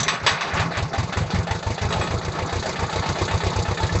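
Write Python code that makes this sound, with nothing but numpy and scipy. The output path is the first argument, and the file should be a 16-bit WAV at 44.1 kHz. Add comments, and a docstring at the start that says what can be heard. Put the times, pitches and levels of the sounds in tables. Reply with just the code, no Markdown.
"""In an open field, an old digger is started by hand: the crank handle clanks and scrapes,
then the engine catches and gathers speed. Each engine cycle has four strokes: an iron knock,
two that fire with a thump and a rasp as gas leaves the exhaust pipe, and a mostly weak one.
Gas hisses past the valves, and loose body panels rattle as the frame shakes."""
import sys
import numpy as np
from scipy import signal
from scipy.fft import rfft, irfft
from scipy.io import wavfile

SR = 44100
rng = np.random.default_rng(int(sys.argv[2]) if len(sys.argv) > 2 else 0)


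def to_wav(sig):
    """Store sig (one row per channel, or 1-D mono) as 16-bit WAV at the path in sys.argv[1].

    Samples outside -1..1 are clipped; the rate is SR.
    """
    pcm = np.clip(np.atleast_2d(sig), -1, 1) * 32767
    pcm = np.round(pcm).astype(np.int16)
    wavfile.write(sys.argv[1], SR, pcm.T)  # frames by channels


N = 176400
T = np.arange(N) / SR
STROKES, RUNNING_CYCLE_S = 4, .121  # strokes in a cycle; length of a cycle at running speed
CUTOFF_HZ = 7820

# The engine's cycles. Each row: start in seconds, knock level in dB, rasp levels of strokes 2 and 3
# in dB, thump levels of strokes 2, 3 and 4 in dB.
ENGINE_CYCLES = [ (-.165, -29.5, -11, -20.5, -21, -25, -34), (0.145, -35, -30.5, -23.5, -28.5, -27.5, -60),
                 (0.473, -32.5, -24, -20, -21, -18, -60), (0.713, -31, -22.5, -27, -22, -18.5, -37),
                 (0.93, -25.5, -23.5, -27.5, -14.5, -23, -60), (1.123, -24, -21.5, -37.5, -17.5, -18, -27),
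                 (1.302, -24.5, -26, -29.5, -15, -14.5, -35), (1.468, -26, -25, -32.5, -18, -26, -37),
                 (1.626, -26.5, -28.5, -26.5, -16.5, -17, -40), (1.778, -26, -26.5, -34, -21, -17, -26.5),
                 (1.922, -23, -39, -45.5, -18, -21, -40), (2.071, -29.5, -27.5, -36, -17.5, -18.5, -24),
                 (2.212, -30.5, -28, -29, -26, -20, -43), (2.351, -27.5, -27.5, -30, -26, -17.5, -33),
                 (2.491, -27, -25, -27, -23, -18, -20), (2.625, -26.5, -27.5, -23.5, -36, -29.5, -49),
                 (2.757, -26.5, -24.5, -26, -26, -18, -30), (2.894, -26.5, -29, -23.5, -36, -21.5, -18.5),
                 (3.023, -26, -29.5, -22, -50, -15, -25.5), (3.155, -27, -29.5, -24, -33, -14.5, -25),
                 (3.278, -23.5, -25, -23.5, -24, -13.5, -54), (3.403, -26, -26, -24.5, -16.5, -17, -33.5),
                 (3.529, -28.5, -24.5, -27, -18, -16.5, -38), (3.651, -26.5, -37, -24, -17.5, -17.5, -34),
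                 (3.773, -24.5, -39, -23, -24, -12.5, -43), (3.893, -30.5, -31.5, -29.5, -20, -12, -24)]
# The ringing tones of the block and panels. Each row: pitch in Hz, level in dB, seconds to fade by 60 dB.
BODY_TONES = [(485, -6, .1), (698, -8, .1), (872, -3, .08), (1071, -9, .15), (1263, -3, .15),
              (1342, -2, .1), (2054, -9, .08)]


def engine_strokes():
    """Four evenly spaced strokes a cycle: their times and their knock, rasp and thump levels in dB."""
    # One number per stroke: dB added to the cycle's knock level.
    knock_offsets_db = [-1, -3.5, -10.5, -14.5]
    starts = [row[0] for row in ENGINE_CYCLES]
    lengths = np.append(np.diff(starts), RUNNING_CYCLE_S)
    rows = []
    for (start, knock, rasp2, rasp3, *thumps), length in zip(ENGINE_CYCLES, lengths):
        times = np.linspace(start, start + length, STROKES, endpoint=False)
        rasp_db = (-42, rasp2, rasp3, -44.5)
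        thump_db = (-47, *thumps)
        rows += zip(times, knock + np.array(knock_offsets_db), rasp_db, thump_db)
    return np.transpose(rows)


def early_strokes(times):
    """The strokes sound earlier in the cycle as the engine nears running speed."""
    # One number per stroke: how many seconds early it sounds at running speed.
    lead_s = [0.0013, .003, .005, 0.00056]
    speed = RUNNING_CYCLE_S / (STROKES * np.gradient(times))
    return times - np.resize(lead_s, len(times)) * speed ** 4


def exhaust_thumps(times, levels_db):
    """Each puff booms, slides up in pitch as the pipe empties, and leaves the pipe ringing."""
    lead_s, rise_s = .0058, .01
    start_hz, end_hz, glide_s = 73, 170.6, .03964
    pipe_db, pipe_fall_s = -10.5, .077
    out = np.zeros(N)
    for start, db, stroke_s in zip(times - lead_s, levels_db, np.gradient(times)):
        span = slice(max(int(start * SR), 0), int((start + .5) * SR))
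        age = np.maximum(T[span] - start, 0)
        hz = end_hz + (start_hz - end_hz) * np.exp(-(age / glide_s) ** 2)
        wave = np.cos(2 * np.pi * np.cumsum(hz) / SR)
        fall_s = .019 * (stroke_s * STROKES / RUNNING_CYCLE_S) ** 1.3  # slow strokes chug longer
        swell = np.sin(np.pi / 2 * np.minimum(age / rise_s, 1)) ** 2
        boom = np.exp(-(np.maximum(age - rise_s, 0) / fall_s) ** 2)
        tail = from_db(pipe_db) * np.exp(-age / pipe_fall_s)
        out[span] += from_db(db) * swell * np.maximum(boom, tail) * wave
    return out


def pipe_mouth(puffs):
    """Swirling gas roughens the puffs, and the open pipe gives out no deep bass."""
    swirl_filter = signal.butter(2, 101, fs=SR, output="sos")
    bass_cut = signal.butter(2, 39.7, "high", fs=SR, output="sos")
    swirl = signal.sosfilt(swirl_filter, rng.standard_normal(N))
    return signal.sosfilt(bass_cut, puffs * (1 + .32 * swirl / swirl.std()))


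def exhaust_rasp(times, levels_db):
    """Churning gas rasps out of the pipe with each stroke."""
    # The rasp's tone colour. Each row: frequency in Hz, relative level in dB.
    spectrum = [(100, -19), (200, 7), (280, -12), (450, -2.5), (650, -1), (950, 1), (1500, -7.5),
                (2200, -4.5), (2900, -13.5), (3900, -11.5), (5000, -11.5), (7400, -17.5)]
    return colour(grit() * bursts(times, levels_db, rise_s=.0062, fall_s=.027), spectrum)


def exhaust_bark(times):
    """Each push of gas rings the pipe's higher tones: a throaty bark that grows with speed."""
    # The pipe's tones. Each row: pitch in Hz, level in dB, seconds to fade by 60 dB.
    tones = [(365, -3, 0.066), (487, -5, 0.12), (629.5, -10, 0.087)]
    # One number per stroke: level in dB at running speed. The third is the hardest.
    pattern_db = [-36, -31, -20, -28]
    return strike(times, by_speed(times, pattern_db, db_per_doubling=12), tones, rise_s=.0029)


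def burbles():
    """Stray puffs make the pipe hoot briefly as the engine catches."""
    # Each row: start in seconds, pitch in Hz, level in dB.
    hoots = [(1.195, 157.4, -14.5), (1.331, 185, -17), (1.52, 132, -20)]
    ring_s = .13
    return sum(strike([start], [db], [(hz, 0, ring_s)], rise_s=.009) for start, hz, db in hoots)


def knocks(times, levels_db):
    """Worn parts clatter at each stroke and ring the engine block."""
    # The clatter's tone colour. Each row: frequency in Hz, relative level in dB.
    spectrum = [(150, -20.5), (400, -7.5), (800, 5), (1100, -7.5), (1400, 1), (2200, -3.5), (2900, -7.5),
                (3500, -4.5), (4400, -6.5), (5600, -17), (7800, -17.5)]
    force = grit() * bursts(times, levels_db, rise_s=.0036, fall_s=.035)
    return colour(force, spectrum) + from_db(-12.5) * resonate(force, BODY_TONES)


def hollow_knocks():
    """A short hollow blow opens each cycle and stands out while the engine labours at low speed."""
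    # The blow's tones. Each row: pitch in Hz, level in dB, seconds to fade by 60 dB.
    tones = [(693, 6, 0.071), (790, 9.5, 0.064), (1288, 2, 0.037), (1740, 2.5, 0.053), (3445, -1, .022)]
    times, knock_db = np.transpose(ENGINE_CYCLES)[:2]
    levels_db = knock_db + by_speed(times, [-6], db_per_doubling=-7.5)
    return resonate(grit() * bursts(times, levels_db, rise_s=.002, fall_s=.026), tones)


def iron_rings(times):
    """The iron block rings on each cycle's first stroke; the casing clonks lower on the second."""
    # The tones of each part. Each row: pitch in Hz, level in dB, seconds to fade by 60 dB.
    block_tones = [(880, 0, 0.049), (1254, -9, .11), (1339, -5.5, 0.18), (1762, -3.5, 0.082)]
    casing_tones = [(654, -7, 0.057), (886, 1.5, 0.25), (1345, -4.5, .1)]
    first, second = times[::STROKES], times[1::STROKES]
    block = strike(first, by_speed(first, [-28.5], db_per_doubling=9.5), block_tones, rise_s=.0018)
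    casing = strike(second, by_speed(second, [-26.5], db_per_doubling=15.5), casing_tones, rise_s=.0051)
    return block + casing


def crank_handle():
    """The steel handle's catch clinks, and the handle clanks against the shaft and rings."""
    # The clinks. Each row: start in seconds, level in dB.
    clinks = [(0, -19.5), (0.028, -19), (0.147, -39)]
    # The clanks. Each row: start in seconds, level in dB, fade time in seconds,
    # brightness in dB per octave.
    clanks = [(0.08, -15, 0.026, 3.5), (0.263, -10.5, 0.033, 1.5), (0.408, -24, 0.034, 3),
              (1.904, -24.5, 0.043, -5), (2.011, -22, 0.035, -3)]
    # Their tone colours. Each row: frequency in Hz, relative level in dB.
    clink_spectrum = [(500, -11.5), (1200, -8), (2600, -12), (3700, 2.5), (5400, -10), (6000, 8.5),
                      (6500, -3.5), (7800, -3)]
    clank_spectrum = [(200, -8), (600, -4), (1050, 3), (1400, -2), (1900, 0), (2800, -8), (3500, -4),
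                      (4800, -11), (6200, -15), (7800, -31.5)]
    # The handle's tones. Each row: pitch in Hz, level in dB, seconds to fade by 60 dB.
    tones = [(1072, -1, .25), (1136, -3, .25), (1263, 1, .4), (1916, -3, .3), (2439, -1, .24),
             (2530, -4, .2), (3350, -3, .16), (3520, -3, .17), (3850, -4, .18), (4770, -6, .16),
             (5803, -7, .14), (7714, -5, .22)]
    clank_rise_s, ring_db = .002, -12
    noise = grit()
    out = colour(noise * bursts(*np.transpose(clinks), rise_s=.0046, fall_s=.012), clink_spectrum)
    for start, db, fall_s, brightness in clanks:
        out += colour(noise * bursts([start], [db], clank_rise_s, fall_s), clank_spectrum, brightness)
    times, levels_db = np.transpose(clanks)[:2]
    return out + strike(times, levels_db + ring_db, tones, clank_rise_s, detune=0)


def handle_scrape():
    """The handle scrapes on the shaft until the engine catches."""
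    # How loud the scraping is. Each row: time in seconds, level in dB.
    loudness = [(0, -33), (.14, -25.5), (.2, -35.5), (.34, -25.5), (.45, -27), (.51, -30), (.57, -24),
                (.62, -23), (.69, -46), (.79, -22), (.88, -57), (1, -62.5)]
    # Its tone colour. Each row: frequency in Hz, relative level in dB.
    spectrum = [(300, -13), (680, 5.5), (900, 3), (1350, 6.5), (2200, 3), (3000, -5.5), (4200, -8),
                (7800, -27.5)]
    return colour(grit() * from_db(np.interp(T, *np.transpose(loudness))), spectrum)


def handle_pull():
    """Steel slides off steel as the handle is pulled away."""
    # The slide's tone colour. Each row: frequency in Hz, relative level in dB.
    spectrum = [(1200, -13), (2500, -1), (3400, 6), (4300, 9), (5400, -10), (7800, -11)]
    return colour(grit() * bursts(times=[1.924], levels_db=[-21], rise_s=.0037, fall_s=.011), spectrum)


def valve_hiss(times):
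    """Gas hisses past the valves on every stroke, louder as the engine speeds up."""
    # The hiss's tone colour. Each row: frequency in Hz, relative level in dB.
    spectrum = [(2600, -13.5), (3500, 5.5), (4400, 8), (5600, -2.5), (7000, 4.5), (7800, -4.5)]
    # One number per stroke: dB added to the hiss level.
    pattern_db = [-4, -2.5, 2, 6]
    levels_db = -35.5 + by_speed(times, pattern_db, db_per_doubling=19.5)
    return colour(grit() * bursts(times, levels_db, rise_s=.006, fall_s=.018), spectrum)


def panel_rattle():
    """Loose panels tap at random as the frame shakes."""
    # How loud the rattle is. Each row: time in seconds, level in dB.
    loudness = [(0, -35), (.2, -32.5), (.35, -38), (.6, -26), (.75, -30.5), (.9, -35.5), (1.2, -31),
                (1.6, -36), (1.9, -30), (2.2, -30.5), (3.2, -30.5), (4, -30.5)]
    # Its tone colour. Each row: frequency in Hz, relative level in dB.
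    spectrum = [(25, -19.5), (70, -1.5), (160, 12.5), (270, -1), (450, 0), (950, 0), (1500, -7),
                (2200, -10.5), (2900, -22.5), (4000, -13), (5800, -19), (7800, -35.5)]
    taps_per_s, power_fall_s = 130, .014
    taps = (rng.random(N) < taps_per_s / SR) * from_db(rng.uniform(-8.25, 5, N))
    power = signal.lfilter([1], [1, -np.exp(-1 / (power_fall_s * SR))], taps ** 2 + 1e-18)
    shake = from_db(np.interp(T, *np.transpose(loudness)))
    force = grit() * np.sqrt(power / power.mean()) * shake
    return colour(force, spectrum) + from_db(-8) * resonate(force, BODY_TONES)


def flicker(x):
    """Each half octave wavers in level on its own, so no two strokes sound quite alike."""
    depth_db, step_s, lowest_hz = 3, .018, 250
    hz = np.maximum(np.fft.rfftfreq(N, 1 / SR), 1)
    half_octaves = np.clip(2 * np.log2(hz / lowest_hz), 0, 10)
    spectrum, out = rfft(x), 0
    for band in range(11):
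        steps = rng.standard_normal(1000)
        gain = from_db(depth_db * np.interp(T / step_s, np.arange(len(steps)), steps))
        share = np.maximum(1 - abs(half_octaves - band), 0)
        out = out + gain * irfft(spectrum * share, N)
    return out


def short_echoes(x):
    """Many quick echoes between the panels and the ground blur each blow."""
    echo_db, fade_s = -10, .05
    age = T[:SR // 4]
    echoes = rng.standard_normal(len(age)) * from_db(-60 * age / fade_s)
    return x + from_db(echo_db) * signal.fftconvolve(x, echoes / np.linalg.norm(echoes))[:N]


def from_db(db):
    """Turn decibels into a number to multiply by."""
    return 10 ** (np.asarray(db) / 20)


def by_speed(times, pattern_db, db_per_doubling):
    """Levels in dB that repeat each cycle and shift with engine speed."""
    cycle_s = len(pattern_db) * np.gradient(times)
    return np.resize(pattern_db, len(times)) + db_per_doubling * np.log2(RUNNING_CYCLE_S / cycle_s)


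def grit():
    """Noise like a dense stream of tiny hits of uneven size, with an average power of 1."""
    sizes_db = .5 * np.clip(rng.standard_normal(len(T[::40])), -2, 2)
    noise = rng.standard_normal(N) * from_db(np.interp(T, T[::40], sizes_db))
    return noise / noise.std()


def bursts(times, levels_db, rise_s, fall_s):
    """The loudness over time of blows that swell and die away; their powers add up."""
    power = np.zeros(N)
    for start, db in zip(times, levels_db):
        span = slice(max(int(start * SR), 0), max(int((start + rise_s + 10 * fall_s) * SR), 0))
        age = T[span] - start
        swell = np.clip(age / rise_s, 0, 1)
        fade = np.exp(-np.maximum(age - rise_s, 0) / fall_s)
        power[span] += (from_db(db) * swell * fade) ** 2
    return np.sqrt(power)


def colour(x, spectrum, db_per_octave=0):
    """Give noise a tone colour while keeping about the same power."""
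    size = 4096
    hz, db = np.transpose(spectrum)
    octave = np.log2(np.maximum(np.fft.rfftfreq(size, 1 / SR), 10))
    tilt_db = db_per_octave * np.maximum(octave, np.log2(hz[0]))
    gain = from_db(np.interp(octave, np.log2(hz), db) + tilt_db)
    gain /= np.sqrt(np.mean(gain ** 2 * (octave < np.log2(CUTOFF_HZ))))
    # Fold the filter forward in time so that nothing sounds before its blow.
    folded = irfft(np.log(gain))
    folded[1:size // 2] *= 2
    folded[size // 2 + 1:] = 0
    click_response = irfft(np.exp(rfft(folded)))
    return signal.fftconvolve(x, click_response)[:len(x)]


def resonate(force, tones):
    """A noisy force keeps several tones ringing, each with its share of the power."""
    out = 0
    for hz, db, ring_s in tones:
        decay, angle = from_db(-60 / (ring_s * SR)), 2 * np.pi * hz / SR
        feedback = [1, -2 * decay * np.cos(angle), decay ** 2]
        ringing = signal.lfilter([0, np.sin(angle)], feedback, force + 1e-18)
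        out = out + from_db(db) * ringing * 2 * np.sqrt(np.log(1000) / (ring_s * SR))
    return out / np.sqrt(sum(from_db(db) ** 2 for _, db, _ in tones))


def strike(times, levels_db, tones, rise_s, detune=.019):
    """Blows set tones ringing, each time with a random change in strength and, by detune, in pitch."""
    spread_db = 3
    out = np.zeros(N)
    for start, db in zip(times, levels_db):
        span = slice(max(int(start * SR), 0), max(int((start + .5) * SR), 0))
        age = np.maximum(T[span] - start, 0)
        swell = np.minimum(age / rise_s, 1)
        for hz, tone_db, ring_s in tones:
            louder, sharper, phase = rng.standard_normal(3)
            fade = from_db(-60 * np.maximum(age - rise_s, 0) / ring_s)
            wave = np.sin(2 * np.pi * (hz * (1 + detune * sharper) * age + phase))
            out[span] += from_db(db + tone_db + spread_db * louder) * swell * fade * wave
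    return out


def scene():
    """Engine, handle and panels together in the open air, in one channel."""
    times, knock_db, rasp_db, thump_db = engine_strokes()
    early = early_strokes(times)
    gas = exhaust_rasp(early, rasp_db) + valve_hiss(early)
    clatter = gas + knocks(early, knock_db) + hollow_knocks() + panel_rattle() + handle_scrape()
    exhaust = pipe_mouth(exhaust_thumps(times, thump_db) + burbles()) + exhaust_bark(early)
    machinery = from_db(-2.5) * (flicker(clatter) + crank_handle() + handle_pull()) + iron_rings(early)
    return (exhaust + short_echoes(machinery))[None]


def record(dry):
    """Round off the loudest peaks and cut away the highest treble."""
    ceiling = .7
    rounded = dry / (1 + (dry / ceiling) ** 4) ** .25
    return signal.sosfilt(signal.ellip(12, .2, 90, CUTOFF_HZ, fs=SR, output="sos"), rounded)


dry = scene()
out = record(dry)
to_wav(out)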